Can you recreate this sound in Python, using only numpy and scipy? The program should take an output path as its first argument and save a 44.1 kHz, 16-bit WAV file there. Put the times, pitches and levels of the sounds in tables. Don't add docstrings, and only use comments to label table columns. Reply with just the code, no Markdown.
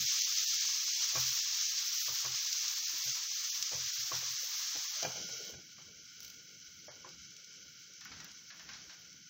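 import sys
import numpy as np
from scipy import signal
from scipy.fft import rfft, irfft, next_fast_len
from scipy.io import wavfile
from scipy.ndimage import uniform_filter1d, map_coordinates

SR = 44100
rng = np.random.default_rng(int(sys.argv[2]) if len(sys.argv) > 2 else 0)


def dump(signal):
    limited = np.clip(np.atleast_2d(signal).T, -1, 1)
    pcm = np.round(limited * 32767).astype(np.int16)
    wavfile.write(sys.argv[1], SR, pcm)


def volts_from_decibels(level):
    exponent = np.asarray(level, float) / 20
    return 10 ** exponent


N = 409688


def unit(x):
    return x / np.sqrt(np.mean(x ** 2) + 1e-20)


def curves(rows):
    s, *cols = np.transpose(rows)
    return [np.interp(np.arange(N) / SR, s, c) for c in cols]


def wobble(rate):
    knots = rng.standard_normal(int(N * rate / SR) + 4)
    return map_coordinates(knots, [np.arange(N) * rate / SR])


def coloured(x, points):
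    f, db = np.transpose(points)
    hz = np.fft.rfftfreq(4096, 1 / SR)
    gain_db = np.interp(np.log(hz + 1), np.log(f), db)
    cepstrum = irfft(np.log(volts_from_decibels(gain_db) + 1e-6))
    cepstrum[1:2048] *= 2
    cepstrum[2049:] = 0
    impulse = irfft(np.exp(rfft(cepstrum)))
    return signal.fftconvolve(x, impulse)[:len(x)]


def resonant(x, peaks):
    m = next_fast_len(N + SR // 4)
    f = np.fft.rfftfreq(m, 1 / SR)
    gain = sum(volts_from_decibels(db) * 1j * f * w / (c * c - f * f + 1j * f * w) for c, w, db in peaks)
    return irfft(rfft(x, m) * gain, m)[:N]


def ringing(modes, t, stretch):
    out = 0
    for hz, db, t60 in modes:
        scatter_db = rng.normal(0, 1.2)
        out = out + volts_from_decibels(db + scatter_db - 60 * t / (t60 * stretch)) * np.sin(2 * np.pi * hz * t)
    return out


# delay_s, level_db
PAN_ECHOES = [(.00105, -13), (.0018, -5), (.0022, -10.5), (.0041, -7.5)]


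def in_pan(x):
    return x + sum(volts_from_decibels(db) * np.pad(x, (round(s * SR), 0))[:N] for s, db in PAN_ECHOES)


def bubbles():
    chance = 3000 / SR * volts_from_decibels(3 * wobble(30))
    size_db = np.minimum(3.9 * rng.exponential(1, N), 13)
    burst = (rng.random(N) < chance) * rng.choice([-1, 1], N) * volts_from_decibels(size_db)
    hiss = rng.standard_normal(N) * volts_from_decibels(1.02 * wobble(40))
    return unit(in_pan(unit(burst)) * volts_from_decibels(-8.5) + hiss) * volts_from_decibels(0.27 * wobble(9))


# start_s, level_db
VIGOUR = [(0, -33.5), (.25, -34), (.8, -36), (1.16, -35), (1.3, -35), (2.3, -38), (2.6, -37), (3.8, -39.5),
          (4.14, -39), (4.4, -39.5), (5.02, -40), (5.12, -44.5), (5.35, -46), (5.47, -45.5), (5.59, -56),
          (8.0, -56), (8.3, -56), (9.29, -58)]
# start_s, covered (0-1), sealed (0-1)
LID = [
    (0, 0.01, 0),
    (4.98, 0, 0.11),
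    (5.06, 0.99, 0),
    (5.48, 0.92, 0.2),
    (5.6, 0.96, 0.98),
    (9.3, 0.93, 1.1),
]
# pitch_hz, level_db
SIZZLE = [(1350, -47.5), (2300, -13), (2600, -12.5), (3430, -6.5), (3720, -8), (3980, -6), (4780, -2.5),
          (6110, 2.5), (6870, -6), (7130, -11.5), (8260, -24), (10000, -32.5), (13000, -45), (22000, -120)]
# pitch_hz, level_db
SIZZLE_UNDER_GLASS = [(1700, -40), (2500, -15.5), (3100, -1), (4000, -4), (5000, -3.5), (6100, 2.5),
                      (6900, -10.5), (8100, -20), (8700, -26), (10000, -25), (13000, -42), (20000, -100)]
# pitch_hz, level_db
SPIT = [(9000, -41), (11500, -46.5), (13000, -36.5), (13800, -21), (14400, -6), (14800, -3.5), (15300, -9),
        (15750, -7)]
# pitch_hz, level_db
SIMMER = [(300, -72.5), (700, 2), (1300, 9.5), (2000, 11.5), (2600, -6.5), (3400, -31)]
# pitch_hz, level_db
SIMMER_UNDER_GLASS = [(400, -48), (700, -35), (1100, -36.5), (1400, -2.5), (1850, -3.5), (2250, 0.5),
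                      (2600, 1), (3400, -31)]
# pitch_hz, width_hz, level_db
TRAPPED_AIR = [(690, 150, -6), (1465, 170, 5), (2270, 220, 0), (3050, 330, 0), (3330, 260, -4),
               (4010, 300, -1), (4520, 260, 0), (5010, 320, 0), (5450, 420, 1), (6080, 560, 1),
               (6850, 900, 0), (9500, 5000, 0)]
FRY_DB = 1
SPIT_DB, SPIT_SEAL_DB = -14, -5
SIMMER_DB, SIMMER_RISE_DB_PER_S = -20, 0.6448
SIMMER_COVER_DB, SIMMER_SEAL_DB = 5, 2.5
VENT_S, VENT_LENGTH_S, VENT_DB, VENT_SPIT_DB = 6.26, 0.06, 1.5, 6


def frying():
    t = np.arange(N) / SR
    vigour_db, = curves(VIGOUR)
    covered, sealed = curves(LID)
    covered = np.clip(covered, 0, 1)
    spurt = np.exp(-((t - VENT_S) / VENT_LENGTH_S) ** 2)
    stirred_s = np.cumsum(1 - covered) / SR
    free, trapped = bubbles(), resonant(bubbles(), TRAPPED_AIR)

    def blend(open_colour, glass_colour):
        in_open = np.sqrt(1 - covered) * unit(coloured(free, open_colour))
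        return in_open + np.sqrt(covered) * unit(coloured(trapped, glass_colour))

    simmer_db = SIMMER_DB + SIMMER_RISE_DB_PER_S * stirred_s
    simmer_db = simmer_db + SIMMER_COVER_DB * covered + SIMMER_SEAL_DB * sealed
    simmer = volts_from_decibels(simmer_db) * blend(SIMMER, SIMMER_UNDER_GLASS)
    finest = 0.63 * free + 0.71 * bubbles()
    spit_db = SPIT_DB + SPIT_SEAL_DB * sealed + VENT_SPIT_DB * spurt
    spit_db = spit_db + 6.0 + 1.1 * wobble(36) + 2.0 * wobble(4.9)
    spit = volts_from_decibels(spit_db) * unit(coloured(finest, SPIT))
    sizzle = blend(SIZZLE, SIZZLE_UNDER_GLASS)
    return volts_from_decibels(vigour_db + FRY_DB + VENT_DB * spurt) * (sizzle + simmer + spit)


# pitch_hz, level_db
RUMBLE = [(15, -51), (25, -35.5), (70, 2.5), (103, -3.5), (167, 4.5), (221, -1.5), (313, -5.5), (330, -1.5),
          (430, -42.5), (730, -120)]
# pitch_hz, level_db
SCRAPE = [(150, -29), (300, -5.5), (450, 5.5), (700, -5.5), (900, -16), (1200, -14.5), (1600, -43)]
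# start_s, length_s, rumble_db, scrape_db
DRAGS = [
    (0, 0.02, -53, -66.5),
    (5.065, 0.037, -53.5, -55.5),
    (5.214, 0.053, -58.5, -63),
    (5.414, 0.14, -71, -62),
    (5.555, 0.049, -62, -64),
    (5.902, 0.094, -68.5, -73),
    (7.007, 0.16, -73, -75),
    (8.16, .14, -62, -74.5),
    (8.717, 0.054, -68, -77),
    (8.885, 0.013, -63, -84.5),
]
ROOM_DB, ROOM_SWING_DB = -74, 2.5
SHUFFLE_DB, SHUFFLE_SWING_DB = -81.5, 3
COVERED_RUMBLE_DB = 4


def kitchen():
    t = np.arange(N) / SR
    covered = curves(LID)[0]
    low = volts_from_decibels(ROOM_DB + COVERED_RUMBLE_DB * covered + ROOM_SWING_DB * wobble(7))
    high = volts_from_decibels(SHUFFLE_DB + SHUFFLE_SWING_DB * wobble(9))
    for s, length, rumble_db, scrape_db in DRAGS:
        swell = np.exp(-((t - s) / length) ** 2)
        low = np.hypot(low, volts_from_decibels(rumble_db) * swell)
        high = np.hypot(high, volts_from_decibels(scrape_db) * swell)
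    rumble = low * volts_from_decibels(1.1 * wobble(45)) * unit(coloured(rng.standard_normal(N), RUMBLE))
    scrape = high * volts_from_decibels(2.0 + 2.7 * wobble(30)) * unit(coloured(rng.standard_normal(N), SCRAPE))
    return rumble + scrape


# start_s, level_db, stove_thud_db
TAPS = [(0.001, -61.5, 15.5), (0.679, -54, -19), (1.129, -48.5, -28), (1.154, -30.5, -7.5),
        (1.169, -36.5, -9), (2.082, -39, -8.5), (2.248, -34, -8.5), (2.84, -66, 14.5), (3.045, -59.5, 10.5),
        (3.975, -59, 7), (4.117, -30, -13), (4.217, -45, -16), (4.29, -57.5, 4)]
# start_s, level_db, pitch_hz, stove_thud_db
BUMPS = [(2.935, -51.5, 318, -32), (3.025, -50, 688, -19), (3.075, -51, 547, -4), (3.719, -40, 604, -16),
         (3.731, -37.5, 508, -4), (3.799, -53.5, 720, 0), (4.431, -50.5, 483, -27), (4.965, -48, 616, -34),
         (4.754, -41.5, 308, -11.5), (5.027, -33.5, 674, -24), (5.05, -30.5, 690, -19),
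         (5.158, -42, 620, -14), (5.29, -47.5, 544, -8), (5.537, -51, 420, -3.5)]
# start_s, level_db, pitch_hz, stove_thud_db
BOWLS = [
    (5.783, -48, 1160, -18),
    (6.882, -41.5, 597, -31),
    (6.884, -47.5, 1660, -32),
    (7.045, -41, 1040, -31),
    (7.062, -48, 374, -25),
]
# pitch_hz, level_db, t60_s
PAN = [(654, 2, 0.063), (730, -14, 0.4), (817, -8, 0.34), (1040, -11, 0.066), (1190, -11, 0.022),
       (1600, 0.5, 0.075), (2050, -13, 0.05), (2406, -2, 0.15)]
# pitch_hz, level_db, t60_s
PAN_BODY = [(366, -1.5, 0.2), (418, -4, 0.032), (517.4, 3.5, 0.12)]
# pitch_hz, level_db, t60_s
STOVE = [(86, -8, .6), (128, 0, .55), (169, -9, .4)]
TAP_HZ, TAP_RING = 1119, (-7, -9.5, 0.13)
BUMP_RING = (-8.5, -12, 0.17)
BOWL_RING = (-15, -11.5, 0.14)


def knocks():
    out, t = np.zeros(N + SR), np.arange(SR // 2) / SR
    shake = np.pad(volts_from_decibels(1.5 * wobble(40)), (0, SR))
    chatter = np.pad(volts_from_decibels(4 * wobble(90)), (0, SR))
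    contacts = [(s, db, TAP_HZ, thud_db, *TAP_RING) for s, db, thud_db in TAPS]
    contacts += [(*row, *BUMP_RING) for row in BUMPS]
    contacts += [(*row, *BOWL_RING) for row in BOWLS]
    for s, db, hz, thud_db, ring_db, body_db, t60 in contacts:
        here = slice(round(s * SR), round(s * SR) + len(t))
        note = volts_from_decibels(-60 * t / (0.51 * t60)) * np.sin(2 * np.pi * hz * t)
        dull = [(200, -30), (hz, 0), (2500, -14), (5000, -40)]
        scatter = unit(coloured(rng.standard_normal(len(t)), dull))
        ring = volts_from_decibels(ring_db) * ringing(PAN, t, t60 / 0.15)
        ring = ring + volts_from_decibels(body_db - 4.5) * ringing(PAN_BODY, t, t60 / 0.089)
        rattle = (volts_from_decibels(-8.5 - 60 * t / (2.1 * t60)) + volts_from_decibels(-10.5 - 60 * t / 0.0055)) * scatter
        thud = volts_from_decibels(thud_db) * ringing(STOVE, t, 1.015) * (1 - np.exp(-t / 0.006)) * shake[here]
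        strike = (note + ring * chatter[here] + rattle) * (1 - np.exp(-t / 0.00021))
        out[here] += volts_from_decibels(db - 6.5) * (strike + thud)
    return out[:N]


# start_s, level_db
POPS = [(0.2194, -8.5), (0.352, -22.5), (0.3845, -8), (0.6085, -7.5), (0.9981, -27), (1.3994, -13),
        (2.447, -13.5), (2.5287, -5), (2.681, -10), (2.7716, -21), (3.521, -22.5), (3.6262, -4.5),
        (3.6933, -14), (3.7095, -23.5), (3.9863, -20), (4.0342, -14), (4.2373, -22.5), (5.0295, -10),
        (5.12, -17.5), (5.339, -23.5)]
# start_s, level_db
MUFFLED = [(5.7753, -39), (6.344, -29.5), (6.601, -31), (6.8692, -30.5), (7.0903, -24.5), (7.307, -30.5),
           (7.3664, -24.5), (7.445, -26), (7.9369, -29), (8.0097, -26), (8.204, -25), (8.316, -26),
           (8.5964, -28.5), (9.1296, -29.5)]
# start_s, level_db
SPLASHES = [
    (6.2043, -22.5),
    (6.2307, -25.5),
    (6.248, -22),
    (6.2801, -29.5),
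    (6.3015, -24),
    (8.05, -25),
    (8.245, -23),
]
POP_SPIT_DB, MUFFLED_SPIT_DB, SPLASH_SPIT_DB = -23.5, -25.5, -12.5


def pops():
    low, high = np.zeros((2, N))
    for rows, spit_db in ((POPS, POP_SPIT_DB), (MUFFLED, MUFFLED_SPIT_DB), (SPLASHES, SPLASH_SPIT_DB)):
        for s, db in rows:
            low[round(s * SR)] = volts_from_decibels(db + 5.5)
            high[round(s * SR)] = volts_from_decibels(db + spit_db + 20)
    return coloured(in_pan(low), SIZZLE) + coloured(in_pan(high), SPIT)


# start_s, level_db, pitch_hz, treble_db
RATTLE = [(8.0119, -50, 1740, 3), (8.0206, -55.5, 1810, -10), (8.0545, -44, 1480, -8),
          (8.1169, -43.5, 1346, -2), (8.1606, -53.5, 1680, -5), (8.2003, -45.5, 1910, -0.5),
          (8.244, -50.5, 1660, -3), (8.5027, -44.5, 1700, -2), (8.5942, -45.5, 1760, -6),
          (8.656, -57.5, 1900, 0), (8.6813, -52, 1400, -3), (8.6898, -42, 1550, -2.5),
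          (8.7103, -52, 1680, -2), (8.734, -46.5, 1557, 4), (8.7614, -61, 1590, -4),
          (8.8952, -46, 1570, -0.5)]
# pitch_hz, level_db
DISH = [(300, -52), (600, -14.5), (1100, -10.5), (1500, -4.5), (2600, -8), (3400, -12.5), (4500, -60.5)]
# pitch_hz, level_db
CLINK = [(2500, -21), (3600, 7.5), (5800, 12), (7000, 0), (9000, -42)]
RATTLE_T60_S, ROOM_T60_S, ROOM_SHARE_DB = 0.046, 0.58, -4


def dishes():
    out, t = np.zeros(N + SR), np.arange(SR // 3) / SR
    for s, db, hz, treble_db in RATTLE:
        body = unit(coloured(rng.standard_normal(len(t)), DISH))
        clink = unit(coloured(rng.standard_normal(len(t)), CLINK))
        note = 0.83 * volts_from_decibels(-60 * t / 0.18) * np.sin(2 * np.pi * hz * t)
        crack = 0.69 * volts_from_decibels(-60 * t / 0.01)
        ring = 0.68 * volts_from_decibels(-60 * t / RATTLE_T60_S)
        room = volts_from_decibels(ROOM_SHARE_DB - 60 * t / ROOM_T60_S) * (1 - np.exp(-t / 0.0038))
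        scatter = (crack + ring + room) * (body + volts_from_decibels(treble_db + 2.5) * clink)
        out[round(s * SR):][:len(t)] += volts_from_decibels(db - 8.0) * (note + scatter)
    return out[:N]


def scene():
    mid = frying() + kitchen() + knocks() + pops() + dishes()
    smear = rng.standard_normal(SR // 50)
    side = volts_from_decibels(-20) * signal.fftconvolve(mid, smear / np.linalg.norm(smear))[:N]
    return np.array([mid + side, mid - side])


# pitch_hz, level_db
BAND_LIMIT = [(60, -10.5), (250, -19), (500, -20.5), (1000, -20), (1800, -20.5), (3000, -22), (6000, -24),
              (8500, -26.5), (11000, -26), (13500, -34.5), (14300, -33), (15700, -26.5)]
BANDS = np.r_[0:40:4, 40:96:8, 96:144:12, 144, 160, 176, 196, 216, 240, 264, 292, 320:736:32, 735]
# start_s, length_s
SUDDEN = [
    (.68, .035),
    (2.93, .04),
    (3.595, .04),
    (6.19, .15),
    (8.2, .06),
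    (8.31, .04),
]


def without_faint_bands(dry):
    pair = np.pad([dry[0] + dry[1], dry[0] - dry[1]], ((0, 0), (35, 0))) / 2
    hz, t, z = signal.stft(pair, SR, "cosine", 2048)
    width = np.diff(BANDS)
    power = np.add.reduceat(abs(z[0]) ** 2, BANDS)[:-1] / width[:, None]
    level = 10 * np.log10(power + 1e-20)
    centre = hz[(BANDS[1:] + BANDS[:-1]) // 2]
    f, db = np.transpose(BAND_LIMIT)
    limit = level.max(0) + np.interp(np.log(centre), np.log(f), db)[:, None]
    luck = 2.34 * rng.standard_normal(len(t))
    luck = luck + 2.8 * uniform_filter1d(rng.standard_normal(level.shape), size=2, axis=1)
    limit += luck * np.clip(centre / 900, 0.3, 1)[:, None]
    keep = np.clip((level - limit) / 0.71, 0, 1)
    for s, length in SUDDEN:
        keep[:, (t > s) & (t < s + length)] = 1
    keep = np.array([keep, keep * (rng.random(len(t)) < 0.35)])
    gain = np.repeat(keep, width, 1)
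    gain = np.pad(gain, ((0, 0), (0, len(hz) - BANDS[-1]), (0, 0)))
    mid, side = signal.istft(z * gain, SR, "cosine", 2048)[1][:, 35:N + 35]
    return np.array([mid + side, mid - side])


def top_cut(x):
    return signal.sosfilt(signal.butter(12, 15740, fs=SR, output="sos"), x)


def record(dry):
    mix = without_faint_bands(dry)
    return top_cut(mix)


dry = scene()
out = record(dry)
dump(out)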